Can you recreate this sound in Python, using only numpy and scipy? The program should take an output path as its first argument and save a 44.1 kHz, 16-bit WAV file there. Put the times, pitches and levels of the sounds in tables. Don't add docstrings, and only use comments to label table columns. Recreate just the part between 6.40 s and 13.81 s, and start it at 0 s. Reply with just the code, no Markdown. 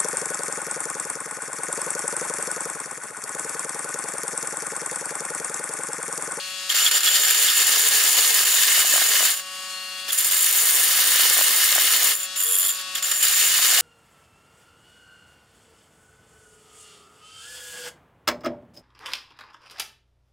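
import sys
import numpy as np
from scipy import signal
from scipy.fft import rfft, irfft, next_fast_len
from scipy.io import wavfile
from scipy.ndimage import uniform_filter1d, map_coordinates

SR = 44100
rng = np.random.default_rng(int(sys.argv[2]) if len(sys.argv) > 2 else 0)


def natural_amplitude(level_db):
    exponent = np.asarray(level_db, float) / 20
    return 10 ** exponent


def digitize_waveform(pressure):
    field = np.atleast_2d(pressure).T
    bounded = np.clip(field, -1, 1)
    quanta = np.round(bounded * 32767).astype(np.int16)
    wavfile.write(sys.argv[1], SR, quanta)


N = 326781
T = np.arange(N) / SR

# (time [s], scrape [dB], share passed into the casting [dB])
CUT_LEVELS = [
    [(.29, -27, 3), (.3, -26, 1), (.45, -21, -2), (.7, -21.5, -1.5), (1.6, -18.5, -3), (2.86, -19, -2),
     (2.93, -24, -3), (2.96, -28.5, -7), (3.0, -33.5, -2)],
    [(3.678, -35.5, 9), (3.7, -28.5, 0), (3.74, -21, -9.5), (3.9, -20, -6), (4.2, -18.5, -6),
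     (4.7, -19, -2.5), (5.72, -20, -2.5), (5.77, -28.5, -11.5), (5.85, -32.5, -5)],
    [(5.954, -35, 0), (6.0, -23.5, -11.5), (6.2, -21.5, -12.5), (6.29, -23, -8.5), (6.33, -31.5, -3),
     (6.41, -38, 2.5)],
    [(6.546, -28, -5), (6.585, -33, 2.5), (6.63, -29, -5), (6.71, -25, -3.5), (6.79, -25.5, -9),
     (6.83, -18.5, -6), (6.87, -21.5, -5), (7.41, -19, -2)],
]
# (time [s], share on the corner [0-1], share barely touching [0-1])
BLADE_HOLD = [(0, 0, 0.65), (.55, 0, 0.78), (.9, 0, 0.22), (1.3, 0, 0.04), (2.85, 0, 0), (3, 0, 0.12),
              (3.6, 0.7, 0.6), (3.75, 0.86, 0.12), (4.2, 0.99, 0.02), (5.7, 0.96, 0.04), (5.8, 0.6, 0.54),
              (6, 0.18, 0.94), (6.4, 0, 0.8), (6.7, 0, 0.44), (6.9, 0.08, 0.13), (7.41, 0, 0.02)]
# (time [s], lift depth [dB], lift length [s])
LIFT_BITES = [(0.344, 16, 0.012), (0.4617, 0.5, 0.022), (0.51, 16, 0.018), (.538, 6, .012), (.333, 7, .005),
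              (.589, 6, .005), (.604, 12, .012), (.631, 9.5, 0.029), (.639, 11, .004), (.697, 6, .004),
              (.705, 2, .012), (.775, 1.5, 0.016), (.83, 2, 0.013), (.945, 6, 0.011), (1.265, 6, 0.019),
              (1.508, 6.5, 0.018), (2.05, 9, 0.01), (2.162, 3, 0.011), (2.68, 4, 0.011), (3.72, 11, 0.02),
              (3.775, 9.5, 0.03), (3.845, 8, 0.03), (3.91, 7.5, 0.02), (3.964, 4, 0.018),
              (4.029, -1, 0.012), (4.07, -3, 0.011), (6.06, 4, 0.014), (6.13, -1, 0.0099), (6.225, 1, .012),
              (4.124, 9, .006), (5.3946, 5, 0.0041), (5.999, 6, 0.015), (6.335, 3, 0.014), (6.385, 6, 0.01),
              (6.623, 23, 0.024), (6.7117, 7, 0.013), (6.732, 4, .006), (6.8244, 4, .012),
              (6.909, 5, 0.008), (6.9596, 2.5, 0.022), (7.214, 5, 0.013)]
# (time [s], level [dB])
TOOTH_STRIKES = [(.373, 7), (.404, 3), (.583, 1), (.797, 9), (.908, 10.5), (2.089, 3), (.512, 5),
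                 (3.729, 6), (4.029, 5), (4.145, -4), (5.96, 7), (6.552, 6), (6.625, 9), (6.639, 2),
                 (.519, 3), (.632, 4), (6.934, 5), (6.647, -2), (3.686, 4), (3.795, 4), (6.715, 12),
                 (6.739, 0), (6.756, 4), (6.826, 7), (6.836, 6), (6.846, -1), (6.857, -11), (6.869, 0),
                 (6.884, 4), (6.876, 3), (6.892, 3), (6.808, 4), (7.188, 3)]
# (time [s], level [dB])
BLADE_TWANGS = [(.3, 17.5), (.468, 16), (0.4, 6), (.55, 3), (0.66, 7), (.74, 8), (6.245, 7), (6.39, 8),
                (.68, 14), (1.09, 22), (3.705, 24), (6.295, 10.5), (6.562, 16), (6.015, 3), (6.15, 2)]
BLADE_MODES_HZ = [6840, 7170, 7480, 8820, 9150, 9400, 10320, 10790, 11750, 12380, 13350, 14530, 14850,
                  15480]
# (width [Hz], held flat [dB], on the corner [dB], barely touching [dB], hopping [dB])
BLADE_RESPONSE = [(201, -0.5, -1.5, -7, -15), (150, 0, -4, 8, 1.5), (100, -7.5, -3, -1.5, -6.5),
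                  (231, -6, -4.5, -10.5, -26), (150, -14.5, 0, -9, -12), (150, -26.5, -1.5, -5, -1),
                  (68.6, -1.5, -8, -25, -25), (60.4, -1.5, 5, -3, 3), (90, -8.5, -10, -11, -3),
                  (190, -6.5, 2, -10, -5), (200, -15, -11, -32, -16), (60, -6, 0, 0, 3.5),
                  (150, -33, -1.5, -27, -17), (150, -6, -0.5, -30, -22)]
CASTING_MODES_HZ = [1260, 1400, 1700, 1840, 2040, 2128, 2612, 2930, 3735, 4290, 4460, 4840, 5450]
# (width [Hz], held flat [dB], on the corner [dB], barely touching [dB])
CASTING_RESPONSE = [(91.5, -12, -11, -8), (158, -24.5, -24, -2.5), (147.7, -2, -3.5, -5),
                    (81, -2, -0.5, -6), (91, -11.5, -7.5, -23), (50, 1.5, 1.5, -11), (45, -3, -7, -6.5),
                    (198, 0, -1, 0), (80, -2.5, -2, -4.5), (80.5, -3.5, -2.5, -5), (150, -7.5, -7, -8),
                    (50.3, 0, -6, -4), (201, -8.5, -7.5, -9.5)]
# (frequency [Hz], level [dB])
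CASTING_RASP = [(60, -95), (600, -146), (1000, -9.5), (1400, -11), (2300, -9.5), (3300, -5.5), (4500, -6),
                (5500, -7), (6500, -6.5), (7500, -12.5)]
# (frequency [Hz], level [dB])
BLADE_RASP = [(200, -95), (4800, -42), (5800, -15), (6600, -17.5), (8000, -9), (10000, -11), (13000, -12.5),
              (16000, -10)]
# (frequency [Hz], width [Hz], depth [dB])
MODE_HOLLOWS = [(1500, 26, 0.5), (1940, 42, 1), (2260, 160, 1), (2730, 43, 3), (4120, 94, -0.5),
                (7470, 200, 0.5), (9860, 200, 3.5), (13160, 240, 6)]
# (frequency [Hz], width [Hz], level [dB])
FEET_MODES = [(450, 26, 6), (745, 14, 7)]
# (frequency [Hz], density [dB per Hz])
FLOOR_THUD = [(59, -65), (100, -35), (177, -23), (254, -4.5), (387, -2), (441, 1.5), (909, 4), (1100, 4),
              (1430, -7), (2420, -120)]
# (multiple of the swing, level [dB])
HALF_ORDERS = [(2.5, -60), (3.5, -58), (5.5, -55)]
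# (time [s], peak [dB], frequency [Hz])
CASTING_KNOCKS = [(1.372, -21, 430), (2.006, -19, 443), (2.141, -19, 666), (2.376, -15, 640),
                  (2.446, -15, 726), (2.536, -12, 590), (2.558, -11, 675), (2.58, -15, 680),
                  (2.617, -12, 720), (2.742, -18.5, 583), (2.805, -14, 650), (2.827, -18, 700),
                  (4.586, -21, 711), (4.758, -19, 570), (4.794, -17, 680), (4.907, -17, 515),
                  (4.968, -15, 740), (4.988, -11, 676), (5.01, -12.5, 610), (5.321, -22, 570),
                  (5.358, -12, 750), (5.38, -12, 640), (7.194, -19.5, 693), (7.328, -17, 716),
                  (7.388, -16, 708)]
# (time [s], peak [dB])
EDGE_CLACKS = [(2.3775, -18), (2.5605, -15), (2.5802, -11), (2.6193, -12), (2.718, -16), (2.807, -13),
               (2.828, -16), (4.969, -15), (4.990, -15), (5.0122, -11), (5.360, -14), (5.3818, -11),
               (6.7263, -22), (7.19, -14)]
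# (multiple of the swing, level [dB])
GEAR_ORDERS = [(1, -32), (2, -31), (3, -12), (4, -16), (5, -30), (6, -4.5), (7, -10), (8, -8), (9, -8),
               (10, -7), (11, -16), (12, -13), (13, -12), (14, -10), (15, -1), (16, -9), (17, -13),
               (18, -4), (19, -16), (20, -8), (21, -9), (22, -20), (23, 0), (24, -13), (25, -12), (26, -3)]
UPPER_ORDERS_DB = [-12, -14, -10, -18, -18, -17, -15, -17, -13, -14, -15, -10, -14, -16, -18, -18, -20, -20]
# (time [s], order 23 [dB], order 20 [dB], order 26 [dB], higher orders [dB])
TOOL_TURN = [(0, 3, 2, 3, 1), (.09, 1, 0, -4, 1), (.25, -1, 4, 3, 3), (3.0, -5, 0, -9, -1),
             (3.12, -7, -7, -1, -3), (3.26, -5, -6, 1, -3), (3.33, 3, 2, -9, -2), (3.42, 2, -1, -5, -7),
             (3.68, 0, 3, -1, -7), (4.2, -4, 0, 0, 0), (5.82, -4, -2, -8, 0), (5.91, 1, 8, 0, 2),
             (6.1, -8, -2, -3, -2), (6.25, -2, 6, 5, 0), (6.45, -2, 9, 1, 0), (6.7, -8, -2, -3, -3)]
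# (time [s], order 14 [dB], order 21 [dB], order 18 [dB], order 6 [dB])
TOOL_TURN_FURTHER = [(0, 4, 1, 4, -3), (.08, 6, 2, 2, -3), (.17, 6, 3, 6, -3), (.25, 3, 7, 3, -3),
                     (.9, 0, 0, -6, -3), (3.0, -5, -2, -2, 0), (3.2, -9, 2, -1, 2), (3.33, -5, 0, 1, 2),
                     (3.48, 2, -7, -4, -1), (3.6, 3, -3, 4, -1), (4.0, 0, 0, -8, -4), (5.8, 3, 0, -1, -1),
                     (5.85, 6, -1, 9, 0), (5.93, 1, 5, 6, -3), (6.1, 6, 0, 0, 3), (6.3, 6, 0, 4, 3),
                     (6.5, 8, 0, 4, 2), (6.7, 3, 0, -6, -1)]
# (frequency [Hz], density [dB per Hz])
AIR_WHIRR = [(60, -37), (200, -29), (500, -22.5), (850, -18), (1200, -13), (2000, -11.5), (2900, -7),
             (4900, -8.5), (7000, -7.5), (9000, -7.5), (12000, -14.5), (16000, -28.5)]
# (frequency [Hz], level [dB])
SHOP_HUM = [(150.7, -71.5), (209.9, -70.5), (242.2, -71), (269.2, -72)]
# (frequency [Hz], density [dB per Hz])
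FAR_RUMBLE = [(20, -16), (50, -13), (90, -12), (141, 5), (176, -15), (241, -14), (330, -30), (600, -100)]
# (frequency [Hz], correlation [-1 to 1])
STEREO_LIKENESS = [(60, .998), (150, 0.99), (400, 1), (620, 0.95), (950, 0.93), (2380, 0.63), (5980, 0.57),
                   (15000, 0.49)]
# (frequency [Hz], difference [dB])
STEREO_LEAN = [(60, -.5), (180, 0), (550, -0.5), (1650, -2), (4970, 1.5), (15000, 0)]

SWING_HZ = 186.4
HOP_START_S, HOP_END_S, HOP_RAMP_S, HOP_DB = 5.97, 6.36, 0.08, 5
LAND_S, LEAVE_S, CATCH_S = 0.0067, 0.025, 0.0026
CHATTER_DB, REBOUND, STRIKE_S = 2, 0.16, 0.0022
FLOOR_DB, LOOSE_DB = -20.5, -51
RING_HZ, RING_WIDTH_HZ, RING_DB, RING_FREE_DB, TWANG_S = 3365, 120, -41.5, 11, 0.014
CLACK_HZ, CLACK_DB, CLACK_S, CLACK_LAG_S = 1600, -1.5, 0.0005, 0.002
MOTOR_DB, TONES_DB = -36, -38.8
LOW_DB, LOW_FREE_DB, FLUTTER_DB = 1, -8, 0.9
BEAT_HZ, SWAY_RAD, SWELL = 27, 0.024, 0.01
RELEASE_S = 0.051
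BOUNCE_S = 0.000512


def unit(x):
    return x / np.sqrt(np.mean(x ** 2) + 1e-20)


def along(points, hz):
    f, v = np.transpose(points)
    return np.interp(np.log(hz + 1), np.log(f + 1), v)


def curves(rows):
    s, *cols = np.transpose(rows)
    return [np.interp(T, s, c) for c in cols]


def wobble(rate_hz):
    return map_coordinates(rng.standard_normal(int(N * rate_hz / SR) + 4), [T * rate_hz])


def spell(start_s, end_s, rise_s, fall_s):
    return np.interp(T, [start_s, start_s + rise_s, end_s, end_s + fall_s], [0, 1, 1, 0])


def filtered(x, response):
    m = next_fast_len(N + SR // 4)
    return irfft(rfft(x, m) * response(np.fft.rfftfreq(m, 1 / SR)), m)[..., :N]


def patchy(x, depth_db, size=(5, 7)):
    z = signal.stft(x, nperseg=512)[2]
    field = uniform_filter1d(rng.standard_normal(z.shape[1:]), size[0], 0)
    field = unit(uniform_filter1d(field, size[1], 1))
    gain = natural_amplitude(depth_db * field - np.log(10) / 20 * depth_db ** 2)
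    return signal.istft(z * gain, nperseg=512)[1][:, :N]


def metal(modes_hz, widths_hz, levels_db, rasp, rasp_db=0):
    def response(f):
        modes = []
        for c, w, db in zip(modes_hz, widths_hz, levels_db):
            modes.append(natural_amplitude(db) * 1j * f * w / (c * c - f * f + 1j * f * w + 1))
        power = sum(abs(m) ** 2 for m in modes) + natural_amplitude(along(rasp, f) + rasp_db) ** 2
        hollow_db = sum(db * np.exp(-((f - c) / w) ** 2) for c, w, db in MODE_HOLLOWS)
        phase = np.angle(sum(modes[::2]) - sum(modes[1::2]))
        return unit(np.sqrt(power) * natural_amplitude(-hollow_db)) * np.exp(1j * phase)
    return response


def cutting():
    scrape_db, seating_db = curves(np.vstack(CUT_LEVELS))
    casting_db = scrape_db + seating_db
    touching = sum(spell(c[0][0], c[-1][0], LAND_S, LEAVE_S) for c in CUT_LEVELS)
    press = touching * pressure()
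    corner, light = np.clip(curves(BLADE_HOLD), 0, 1)
    flat = np.clip(1 - corner - light, 0, 1)
    iron = casting(casting_db, press, (flat, corner, light))
    steel = blade(scrape_db, press, flat, corner, light) + blade_ring(scrape_db, press, light)
    return patchy(iron, depth_db=0.9, size=(3, 16)) + patchy(steel, depth_db=1.0) + floor(casting_db, press)


def pressure():
    db = CHATTER_DB * (0.06 * wobble(24) + 0.38 * wobble(50) + 0.088 * wobble(110))
    hop_db = HOP_DB * spell(HOP_START_S, HOP_END_S - HOP_RAMP_S, HOP_RAMP_S, HOP_RAMP_S)
    since_landing = (SWING_HZ * T / 2 + 0.62 + 0.04 * wobble(30)) % 1
    db += hop_db * (2.6 * np.exp(-2.6 * since_landing) - 1.1)
    for s, depth_db, lift_s in LIFT_BITES:
        i = round(s * SR)
        near = slice(max(i - 4000, 0), i + 4000)
        u = (T[near] - s) / max(lift_s, 0.003)
        db[near] += depth_db * np.where(u < 0, -np.exp(-u ** 2), REBOUND * np.exp(-abs(u)))
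    db = uniform_filter1d(db, round(CATCH_S * SR))
    bite = np.exp(-T[:2000] / STRIKE_S)
    for s, hook_db in TOOTH_STRIKES:
        db[round(s * SR):][:len(bite)] += hook_db * bite
    return natural_amplitude(db)


def teeth(spiky_db, strikes):
    stroke = natural_amplitude(0.9 * np.sin(4 * np.pi * SWING_HZ * T) + 1.1 * np.sin(2 * np.pi * SWING_HZ * T))
    size = stroke * natural_amplitude(spiky_db * wobble(900) + 0.17 * wobble(220))
    struck = rng.random(N) < 500 / SR * stroke ** 3
    hard = struck * rng.exponential(1, N) * rng.choice([-1, 1], (2, N))
    return unit(unit(size * rng.standard_normal((2, N))) + strikes * unit(hard))


def hop_tick():
    jolt = np.exp(-(((SWING_HZ * T / 2 - 0.1) % 1 - 0.5) / 0.09) ** 2)
    return natural_amplitude(spell(HOP_START_S, HOP_END_S, HOP_RAMP_S, HOP_RAMP_S) * (6 * jolt - 3))


def casting(casting_db, press, shares):
    drive = natural_amplitude(casting_db + 0.72 * wobble(30)) * press ** 0.72 * hop_tick()
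    drive = drive * teeth(spiky_db=1.0, strikes=0.49)
    widths_hz, *held_db = np.transpose(CASTING_RESPONSE)
    iron = 0
    for share, db in zip(shares, held_db):
        iron = iron + filtered(drive * np.sqrt(share), metal(CASTING_MODES_HZ, widths_hz, db, CASTING_RASP))
    return iron


def blade(scrape_db, press, flat, corner, light):
    drive = (natural_amplitude(scrape_db) * press + natural_amplitude(LOOSE_DB)) * teeth(spiky_db=3.0, strikes=0.27)
    hop = spell(HOP_START_S, HOP_END_S - HOP_RAMP_S, HOP_RAMP_S / 2, HOP_RAMP_S)
    width_hz, flat_db, corner_db, light_db, hop_db = np.transpose(BLADE_RESPONSE)
    holds = [  # share, width factor, mode levels, rasp [dB]
        (flat, 1, flat_db, 0),
        (corner, 2.0, corner_db, 4),
        (light * hop, 0.6, hop_db, -24),
        (light * (1 - hop), 0.66, light_db, -20),
    ]
    out = 0
    for share, widen, db, rasp_db in holds:
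        response = metal(BLADE_MODES_HZ, widen * width_hz, db, BLADE_RASP, rasp_db)
        out = out + filtered(drive * np.sqrt(share), response)
    return out


def blade_ring(scrape_db, press, light):
    twang_db = sum(db * np.exp(-((T - s) / TWANG_S) ** 2) for s, db in BLADE_TWANGS)
    level_db = scrape_db + RING_DB + RING_FREE_DB * np.sqrt(light) + twang_db
    drive = natural_amplitude(level_db) * press * teeth(spiky_db=3.0, strikes=0.13)
    drive *= 1 + 0.41 * np.sin(np.pi * SWING_HZ * T)
    return filtered(drive, lambda f: unit(1j * f / (RING_HZ ** 2 - f * f + 1j * f * RING_WIDTH_HZ)))


def floor(casting_db, press):
    drive = natural_amplitude(casting_db + FLOOR_DB + 1.6 * wobble(25)) * press ** 0.85 * rng.standard_normal((2, N))
    return filtered(drive, metal(*np.transpose(FEET_MODES), FLOOR_THUD))


def hopping():
    landing = spell(HOP_START_S - 0.02, HOP_END_S - 0.03, 0.05, 0.05)
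    tones = sum(natural_amplitude(db + 5.4 * wobble(14)) * np.sin(2 * np.pi * k * SWING_HZ * T) for k, db in HALF_ORDERS)
    return landing * tones * [[1], [0.4]]


def knocks():
    out, t = np.zeros(N + SR), np.arange(SR // 16) / SR
    for s, db, hz in CASTING_KNOCKS:
        ring = sum(a * np.sin(2 * np.pi * r * hz * t) for r, a in ((1, 1), (1.56, 0.55), (0.497, 0.3)))
        envelope = natural_amplitude(db - 1.5 - 60 * t / 0.016) * (1 - np.exp(-t / 0.0016))
        out[round(s * SR):][:len(t)] += envelope * ring
    u = (t - CLACK_LAG_S) / CLACK_S
    clack = np.exp(-u * u) * np.sin(2 * np.pi * CLACK_HZ * CLACK_S * u)
    for s, db in EDGE_CLACKS:
        out[round((s - CLACK_LAG_S) * SR):][:len(t)] += natural_amplitude(db + CLACK_DB) * clack
    return filtered(out[:N], lambda f: f ** 4 / (f ** 4 + 220 ** 4)) * [[1], [0.6]]


def motor():
    *turned_db, top_db = curves(TOOL_TURN)
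    aimed_db = dict(zip((23, 20, 26, 14, 21, 18, 6), turned_db + curves(TOOL_TURN_FURTHER)))
    aimed_db[18] = aimed_db[18] + FLUTTER_DB * wobble(25)
    light = np.clip(curves(BLADE_HOLD)[1], 0, 1)
    low_db = LOW_DB + LOW_FREE_DB * np.maximum(light - 0.4, 0)
    beat = np.sin(2 * np.pi * BEAT_HZ * T)
    turn = 2 * np.pi * np.cumsum(SWING_HZ * (1 + 0.00017 * wobble(2.93))) / SR
    tones = 0
    for k, level_db in GEAR_ORDERS + list(enumerate(UPPER_ORDERS_DB, 27)):
        aim_db = aimed_db.get(k, top_db if k > 26 else low_db if k < 6 else 0)
        drift_db = (0.7 if k in aimed_db or k < 11 else 2) * wobble(4)
        skirt = 0.07 * wobble(70) + SWELL * k * np.roll(beat, 431 * k)
        start_rad = rng.normal(0, 1.53) + rng.normal(0, 0.6, (2, 1))
        tone = np.sin(k * (turn + SWAY_RAD * beat) + start_rad)
        tones = tones + natural_amplitude(level_db + aim_db + drift_db) * (1 + skirt) * tone
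    rattle = natural_amplitude(1.6 * np.sin(2 * turn) + 0.8 * wobble(40)) * rng.standard_normal((2, N))
    whirr = unit(filtered(rattle, lambda f: natural_amplitude(along(AIR_WHIRR, f))))
    return natural_amplitude(TONES_DB) * tones + natural_amplitude(MOTOR_DB - 1.5 + 0.25 * top_db) * patchy(whirr, depth_db=0.7)


def shop():
    hum = 0
    for hz, db in SHOP_HUM:
        hum = hum + natural_amplitude(db + 2.5 + 1.7 * wobble(6.9)) * np.sin(2 * np.pi * hz * T + wobble(2.9))
    lumps = natural_amplitude(3.1 * wobble(5.4)) * rng.standard_normal((2, N))
    return hum + natural_amplitude(-74) * unit(filtered(lumps, lambda f: natural_amplitude(along(FAR_RUMBLE, f))))


def room(pair):
    def angle(f):
        return np.arccos(np.clip(along(STEREO_LIKENESS, f), -1, 1)) / 2

    echoes = rng.standard_normal(300) * natural_amplitude(-60 * T[:300] / 0.14)

    def lead(f):
        return 1j * unit(rfft(echoes, 2 * len(f) - 2).imag)

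    def bounce(f):
        return 1 - 0.028 * f * f / (f * f + 1200 ** 2) * np.exp(-2j * np.pi * f * BOUNCE_S)

    near, far = filtered(pair, lambda f: np.array([np.cos(angle(f)), np.sin(angle(f))]))
    sideways = filtered(pair[0], lambda f: lead(f) * np.sin(angle(f)))
    side = 0.82 * far + 0.57 * sideways
    both = filtered(near, bounce) + side * [[1], [-1]]
    return filtered(both, lambda f: natural_amplitude(along(STEREO_LEAN, f) * [[0.5], [-0.5]]))


def scene():
    cut = filtered(cutting(), lambda f: f ** 4 / (f ** 4 + 130 ** 4))
    cut = cut + knocks()
    keep = np.exp(-1 / (RELEASE_S * SR))
    loud = signal.lfilter([1 - keep], [1, -keep], cut[0] ** 2)
    ducked = (1 + loud / natural_amplitude(-25) ** 2) ** -0.36
    return room(cut + hopping() + ducked * motor() + ducked ** 0.32 * shop())


def low_pass(x):
    return signal.sosfilt(signal.butter(12, 16900, fs=SR, output="sos"), x)


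def record(dry):
    held = dry / (1 + abs(dry / 0.78) ** 10) ** 0.1
    band = filtered(held, lambda f: (f / 35) ** 2 / (1 + (f / 35) ** 2) / (1 + (f / 15710) ** 400))
    return low_pass(band)


dry = scene()
out = record(dry)
digitize_waveform(out)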